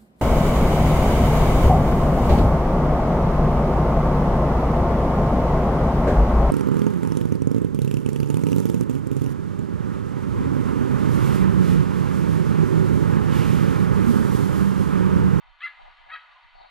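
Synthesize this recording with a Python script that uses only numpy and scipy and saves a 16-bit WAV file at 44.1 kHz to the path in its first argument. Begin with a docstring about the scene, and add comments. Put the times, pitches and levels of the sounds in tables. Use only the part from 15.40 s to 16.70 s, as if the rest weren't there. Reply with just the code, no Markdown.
"""A tern gives two short, harsh calls from a hollow in a rocky cliff.
Each is a jittering pulse train with puffs of air, arching up in pitch: clear at the top, rasping at both ends.
Discrete echoes and a decaying noise tail make the rock. Surf is filtered noise that swells and flickers;
gusts and rumble on the microphone are low noise, largely opposite in the two channels.
A soft sine plop sounds in the surf, and a far bird's falling sine whistles come faintly near the end."""
import sys
import numpy as np
from scipy import signal
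from scipy.fft import rfft, irfft
from scipy.io import wavfile
from scipy.ndimage import uniform_filter1d

SR = 44100
rng = np.random.default_rng(int(sys.argv[2]) if len(sys.argv) > 2 else 0)


def transcribe(u):
    """Save the signal u as a 16-bit wav file named by the first command-line argument.

    u: samples, shape (n,) or (channels, n), limited to [-1, 1]; the rate is SR.
    q: integer samples, one column per channel.
    """
    v = np.clip(np.atleast_2d(u).T, -1, 1)
    q = np.round(v * 32767).astype(np.int16)
    wavfile.write(sys.argv[1], SR, q)


N = 57330


def amp(db):
    """Decibels to gain."""
    return 10 ** (np.asarray(db) / 20)


def unit(x):
    """Scales to an rms of 1."""
    return x / np.sqrt(np.mean(x ** 2) + 1e-20)


def read(points, hz):
    """Reads a spectrum table on a log-frequency axis."""
    f, value = np.transpose(points)
    return np.interp(np.log(hz + 1), np.log(f + 1), value)


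def level(points):
    """Gain over the whole scene from (s, dB) points."""
    return amp(np.interp(np.arange(N) / SR, *np.transpose(points)))


def add(mix, s, sound):
    """Mixes a sound in at a time in seconds."""
    part = mix[round(s * SR):][:len(sound)]
    part += sound[:len(part)]


def colour(x, points):
    """Filters by a spectrum table, without shifting phase."""
    length = x.shape[-1]
    size = 2 * length
    gain = amp(read(points, np.fft.rfftfreq(size, 1 / SR)))
    return irfft(rfft(x, size) * gain, size)[..., :length]


def wander(size, hz):
    """Smooth random movement of rms 1, mostly slower than the given rate."""
    smoothing = 1 + (np.fft.rfftfreq(N, 1 / SR) / hz) ** 4
    return unit(irfft(rfft(rng.standard_normal(N)) / smoothing, N))[:size]


def pair(two, same):
    """Gives two unrelated signals a left-right likeness: 1 alike, 0 unrelated, -1 opposite."""
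    same = np.clip(same, -1, 1)
    return np.array([two[0], same * two[0] + np.sqrt(1 - same ** 2) * two[1]])


def pan(db):
    """Raises the left and lowers the right by the same dB."""
    return amp([[db], [-db]])


# The arch of each call. Each row: time in seconds, pitch in Hz, level in dB, roughness from 0 to 1.
FIRST_CURVE = [(.196, 544, -61, 0.52), (.206, 559.4, -47.5, 0.42), (.212, 578, -39.5, 0.42),
               (.215, 591.7, -43, .3), (.221, 630.5, -38, 0.15), (.231, 665.5, -37.5, 0.2),
               (.235, 686.8, -32.5, 0.12), (.243, 687.9, -31, .08), (.252, 696, -35.5, 0.11),
               (.261, 669, -31.5, 0.24), (.268, 570, -39.5, .5), (.28, 566.6, -39, .55),
               (.292, 546, -53, 0.3)]
SECOND_CURVE = [(.685, 543.4, -58, .6), (.697, 557.5, -47.5, 0.75), (.703, 563.8, -39.5, 0.31),
                (.71, 597.3, -45.5, 0.91), (.722, 637, -35.5, 0.28), (.731, 645.8, -36, 0.097),
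                (.741, 646.2, -32, 0.091), (.751, 624, -38.5, 0.26), (.757, 582.2, -37.5, 0.64),
                (.765, 553, -44, 0.42), (.78, 579, -52.5, 0.82)]
# Throat and bill colour of each call. Each row: frequency in Hz, relative gain in dB.
FIRST_COLOUR = [(400, -50), (680, -29), (1000, -18), (1200, -2.5), (1400, -4.5), (1700, 6), (2060, 0.5),
                (2480, -3), (2760, -9), (3400, -12), (4100, -18.5), (4600, -25.5), (5300, -55.5),
                (7400, -44.5), (9500, -66.5), (11600, -55.5)]
SECOND_COLOUR = [(400, -36.5), (650, -27), (1000, -5.5), (1170, -8), (1300, -2), (1700, 3.5), (1950, -1),
                 (2600, -8), (3200, -14.5), (3900, -21), (4550, -30), (5200, -54.5), (7000, -53),
                 (9500, -65.5), (11600, -51)]


def tern():
    """The two calls, each setting the cliff ringing by its own amount."""
    first = cliff(call(FIRST_CURVE, FIRST_COLOUR), tail_db=-3)
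    second = cliff(call(SECOND_CURVE, SECOND_COLOUR), tail_db=0.5)
    return first + second


def call(curve, throat):
    """Syrinx pulses that jitter and creak where rough pass, with puffs of air, through the throat."""
    jitter, jitter_hz = 0.045, 275  # share of the pitch, at full roughness
    shimmer_db, shimmer_hz = 0.7, 80  # flutter of the partials, dB per step up to the sixth
    rasp_depth, rasp_hz = 0.9, 330
    creak_depth, creak_hz = 0.71, 171
    pulse_smear = 0.72  # radians, times the partial number squared
    puff_cycles, puff_share = 0.3, 0.6  # decay in pitch cycles, share of air at full roughness
    fade_in_s, fade_out_s = 0.006, 0.022

    s, pitch, db, rough = np.transpose(curve)
    t = np.arange(s[0], s[-1] + fade_out_s, 1 / SR)
    rough = np.clip(np.interp(t, s, rough), 0, 1)
    hz = np.interp(t, s, pitch) * (1 + jitter * rough * wander(len(t), jitter_hz))
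    turns = np.cumsum(hz) / SR

    pulses = np.zeros(len(t))
    for k in range(1, 21):
        shimmer = amp(shimmer_db * min(k, 6) * wander(len(t), shimmer_hz))
        pulses += shimmer * np.cos(2 * np.pi * k * turns + pulse_smear * k ** 2)
    pulses = unit(pulses) * (1 + rasp_depth * rough * wander(len(t), rasp_hz))

    # each pitch cycle lets out a burst of noise that dies away
    puffs = unit(np.exp(-(turns % 1) / puff_cycles) * rng.standard_normal(len(t)))
    air = puff_share * rough
    creak_turns = np.cumsum(creak_hz * (1 + 0.15 * wander(len(t), 120))) / SR
    creak = 1 + creak_depth * rough * np.cos(2 * np.pi * creak_turns)
    voice = colour(creak * ((1 - air) * pulses + air * puffs), throat)

    # even out the loudness over about 12 ms, so that the curve alone sets the level
    voice = voice / np.sqrt(uniform_filter1d(voice ** 2, size=520) + 1e-12)
    fade_in = np.clip((t - t[0]) / fade_in_s, 0, 1)
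    fade_out = np.clip((t[-1] - t) / fade_out_s, 0, 1)
    out = np.zeros(N)
    add(out, s[0], voice * amp(np.interp(t, s, db)) * fade_in * fade_out)
    return out


# Echoes off nearby rock. Each row: delay in seconds, level against the direct sound in dB.
NEAR_ROCK = [(.0043, -18.5), (.0112, -22.5), (.0195, -10), (0.03, -20), (0.055, -18)]


def cliff(x, tail_db):
    """Direct sound, a few echoes off the nearest rock, and a scattered tail."""
    wet_db, t60_s, build_s, tail_same = -11, 0.58, 0.0082, 0.7
    pan_db, lead_rad = 1.1, 0.29  # the left channel leads in phase

    near = x.copy()
    for delay, db in NEAR_ROCK:
        add(near, delay, amp(db) * x)
    turn = np.exp(1j * lead_rad * np.array([[.5], [-.5]]))
    near = (signal.hilbert(near) * turn).real

    t = np.arange(SR) / SR
    envelope = amp(-60 * t / t60_s) * (1 - np.exp(-t / build_s))
    tail = pair(rng.standard_normal((2, SR)), tail_same) * envelope
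    wet = signal.fftconvolve(x[None], tail / np.linalg.norm(tail[0]), axes=1)[:, :N]
    return pan(pan_db) * near + amp(wet_db + tail_db) * wet


# Tone of the surf. Each row: frequency in Hz, relative density in dB per Hz.
SURF_TONE = [(100, -42.5), (300, -35), (450, -31), (600, -13), (750, -4), (1000, -0.5), (1400, -4),
             (2100, -2.5), (2600, -6), (3100, -8), (3700, -13), (4500, -18), (4950, -29.5), (7000, -39.5),
             (9000, -45.5), (11500, -50.5)]
# Slow swell of the surf. Each row: time in seconds, level in dB.
SURF_LEVEL = [(0, -58), (.16, -59), (.33, -54), (.48, -52.5), (.6, -55), (.85, -54.5), (.97, -55),
              (1.1, -56), (1.22, -56), (1.3, -56)]
# Width of the surf. Each row: frequency in Hz, left-right likeness from -1 to 1.
SURF_LIKENESS = [(100, -.3), (500, 0.73), (900, 0.7), (1400, 0.61), (2500, 0.64), (4500, 0.82),
                 (10000, 0.79)]


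def surf():
    """A wash of noise that swells slowly, with drifting patches and a slight flicker."""
    patch_db, flicker_db, pan_db = 1.0, 0.5, 0.35
    hz = np.fft.rfftfreq(1024, 1 / SR)
    grid = (N // 256 + 5, 513)  # time frames, frequency bins
    noise = rng.standard_normal((2, *grid)) + 1j * rng.standard_normal((2, *grid))
    z = pair(noise, read(SURF_LIKENESS, hz))

    # random lifts and dips, smoothed over time and then over frequency
    patches = uniform_filter1d(rng.standard_normal(grid), size=9, axis=0)
    patches = unit(uniform_filter1d(patches, size=10, axis=1))
    z = z * amp(read(SURF_TONE, hz) + patch_db * patches)

    wash = signal.istft(z.transpose(0, 2, 1), nperseg=1024, noverlap=768)[1]
    flicker = amp(flicker_db * wander(N, 60))
    return unit(wash[:, :N]) * level(SURF_LEVEL) * flicker * pan(pan_db)


# Gusts on the microphone. Each row: start in seconds, length in seconds, strength in dB.
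GUST_TIMES = [(0.053, 0.037, -9), (0.384, 0.121, 2), (0.593, 0.032, -1.5), (0.656, 0.055, 2.5),
              (0.71, 0.051, 4), (0.876, 0.047, -5.5), (1.025, 0.04, -16), (1.141, 0.085, 1),
              (1.197, .075, 2.5)]
# Tone of the gusts. Each row: frequency in Hz, relative density in dB per Hz.
GUST_TONE = [(30, -14), (110, -14.5), (200, -25.5), (400, -20), (520, -12), (650, -3), (770, 9.5),
             (920, -2.5), (1100, -6), (1600, -34), (4000, -64)]
# Tone of the rumble. Each row: frequency in Hz, relative density in dB per Hz.
RUMBLE_TONE = [(10, -12.5), (28, -1), (45, -4.5), (70, -24.5), (110, -24), (200, -42.5), (500, -40.5),
               (2000, -104.5)]
# Ebb and flow of the rumble. Each row: time in seconds, level in dB.
RUMBLE_FLOW = [(0, -62), (.08, -57), (.21, -70.5), (.3, -65), (.36, -69.5), (.43, -51), (.5, -52),
               (.57, -63.5), (.64, -57), (.75, -66.5), (.85, -73.5), (.95, -67), (1, -77.5), (1.05, -52.5),
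               (1.11, -67.5), (1.17, -53), (1.3, -68)]


def wind():
    """Low rumble and short fluttering gusts of noise, largely opposite in the two channels."""
    gust_db, rise_s, fall_s = -53.5, 0.01, 0.043
    gust_same, rumble_same = -0.73, -0.65
    flutter_db, flutter_hz = 2.36, 70

    t = np.arange(N) / SR
    gusts = np.zeros(N)
    for start, length, db in GUST_TIMES:
        rise = np.clip((t - start) / rise_s, 0, 1)
        fall = np.clip((start + length - t) / fall_s + .5, 0, 1)  # halfway down at the end time
        gusts += amp(db) * rise * fall

    buffet = unit(colour(pair(rng.standard_normal((2, N)), gust_same), GUST_TONE))
    buffet = buffet * amp(flutter_db * wander(N, flutter_hz))
    rumble = unit(colour(pair(rng.standard_normal((2, N)), rumble_same), RUMBLE_TONE))
    return amp(gust_db) * gusts * buffet * pan(1.8) + rumble * level(RUMBLE_FLOW) * pan(-1.8)


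# A faint plop of water. The one row: start in seconds, length in seconds, pitch in Hz, level in dB.
WATER_PLOP = (.945, .045, 1033, -56)


def plop():
    """A soft, short ring of water in the surf: one sine that swells and fades."""
    start, length, hz, db = WATER_PLOP
    t = np.arange(0, length, 1 / SR)
    swell = np.sin(np.pi * t / length) ** 2
    out = np.zeros(N)
    add(out, start, amp(db) * unit(swell * np.sin(2 * np.pi * hz * t)))
    return out


# Far whistles. Each row: start in seconds, length in seconds, first pitch in Hz, last pitch in Hz, level in dB.
FAR_WHISTLES = [(1.125, .11, 4530, 4180, -72.5), (1.196, .045, 4110, 3790, -67)]


def far_bird():
    """Thin, wavering, falling whistles: gliding sines that swell and fade."""
    waver, waver_hz = 0.0403, 330  # rms share of the pitch
    out = np.zeros(N)
    for start, length, from_hz, to_hz, db in FAR_WHISTLES:
        u = np.arange(0, length, 1 / SR) / length
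        glide = from_hz + (to_hz - from_hz) * u
        hz = glide * (1 + waver * wander(len(u), waver_hz))
        tone = np.sin(2 * np.pi * np.cumsum(hz) / SR)
        add(out, start, amp(db) * unit(np.sin(np.pi * u) * tone))
    return out


def scene():
    """Birds at the cliff, surf, wind and a plop of water."""
    return tern() + surf() + wind() + plop() + cliff(far_bird(), tail_db=10)


# Narrow notches and peaks on all that reaches the microphone.
# Each row: centre in Hz, width (Gaussian sigma) in Hz, gain in dB.
COMB_COLOUR = [(433, 14, -8), (518, 14, -6.5), (671, 14, -4), (803, 14, -6), (895.6, 14, -11),
               (932, 30, 4.5), (1035, 8.8, -3.5), (1098, 22, -12), (1173, 67, 3), (1349, 14.5, -14.5),
               (1461, 18, 6), (1558, 24, -13), (1734, 22, 3.5), (1782, 30, -12), (1921.5, 9.9, -13),
               (2042.4, 26, 4.5), (2172, 29, -8.5), (2334, 18, -13), (2546, 25, -5), (2790, 42, -4.5),
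               (3114, 13, 5.5), (3183, 13, 5), (3420, 45, -11.5), (3580, 22, 6.5), (3900, 25, 4.5),
               (4070, 18, -9.5), (4240, 12, 8.5), (4650, 19, -8.5), (4483, 21, 7), (4750, 12, -11),
               (4780, 14, -7.5), (4895, 22, -2)]


def record(dry):
    """A comb-like colour of narrow notches and peaks that ring briefly; then the band limit."""
    edge_hz = 11900
    hz = abs(np.fft.fftfreq(8192, 1 / SR))
    gain_db = sum(db * np.exp(-.5 * ((hz - f) / width) ** 2) for f, width, db in COMB_COLOUR)

    # minimum phase: the ringing follows the sound and never precedes it
    log_spectrum = np.conj(signal.hilbert(np.log(amp(gain_db))))
    ring = np.fft.ifft(np.exp(log_spectrum)).real[:4096]
    heard = signal.oaconvolve(dry, ring[None])[:, :N]

    lowpass = signal.firwin(511, edge_hz, window=("kaiser", 9), fs=SR)
    return signal.oaconvolve(heard, lowpass[None], "same")


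dry = scene()
out = record(dry)
transcribe(out)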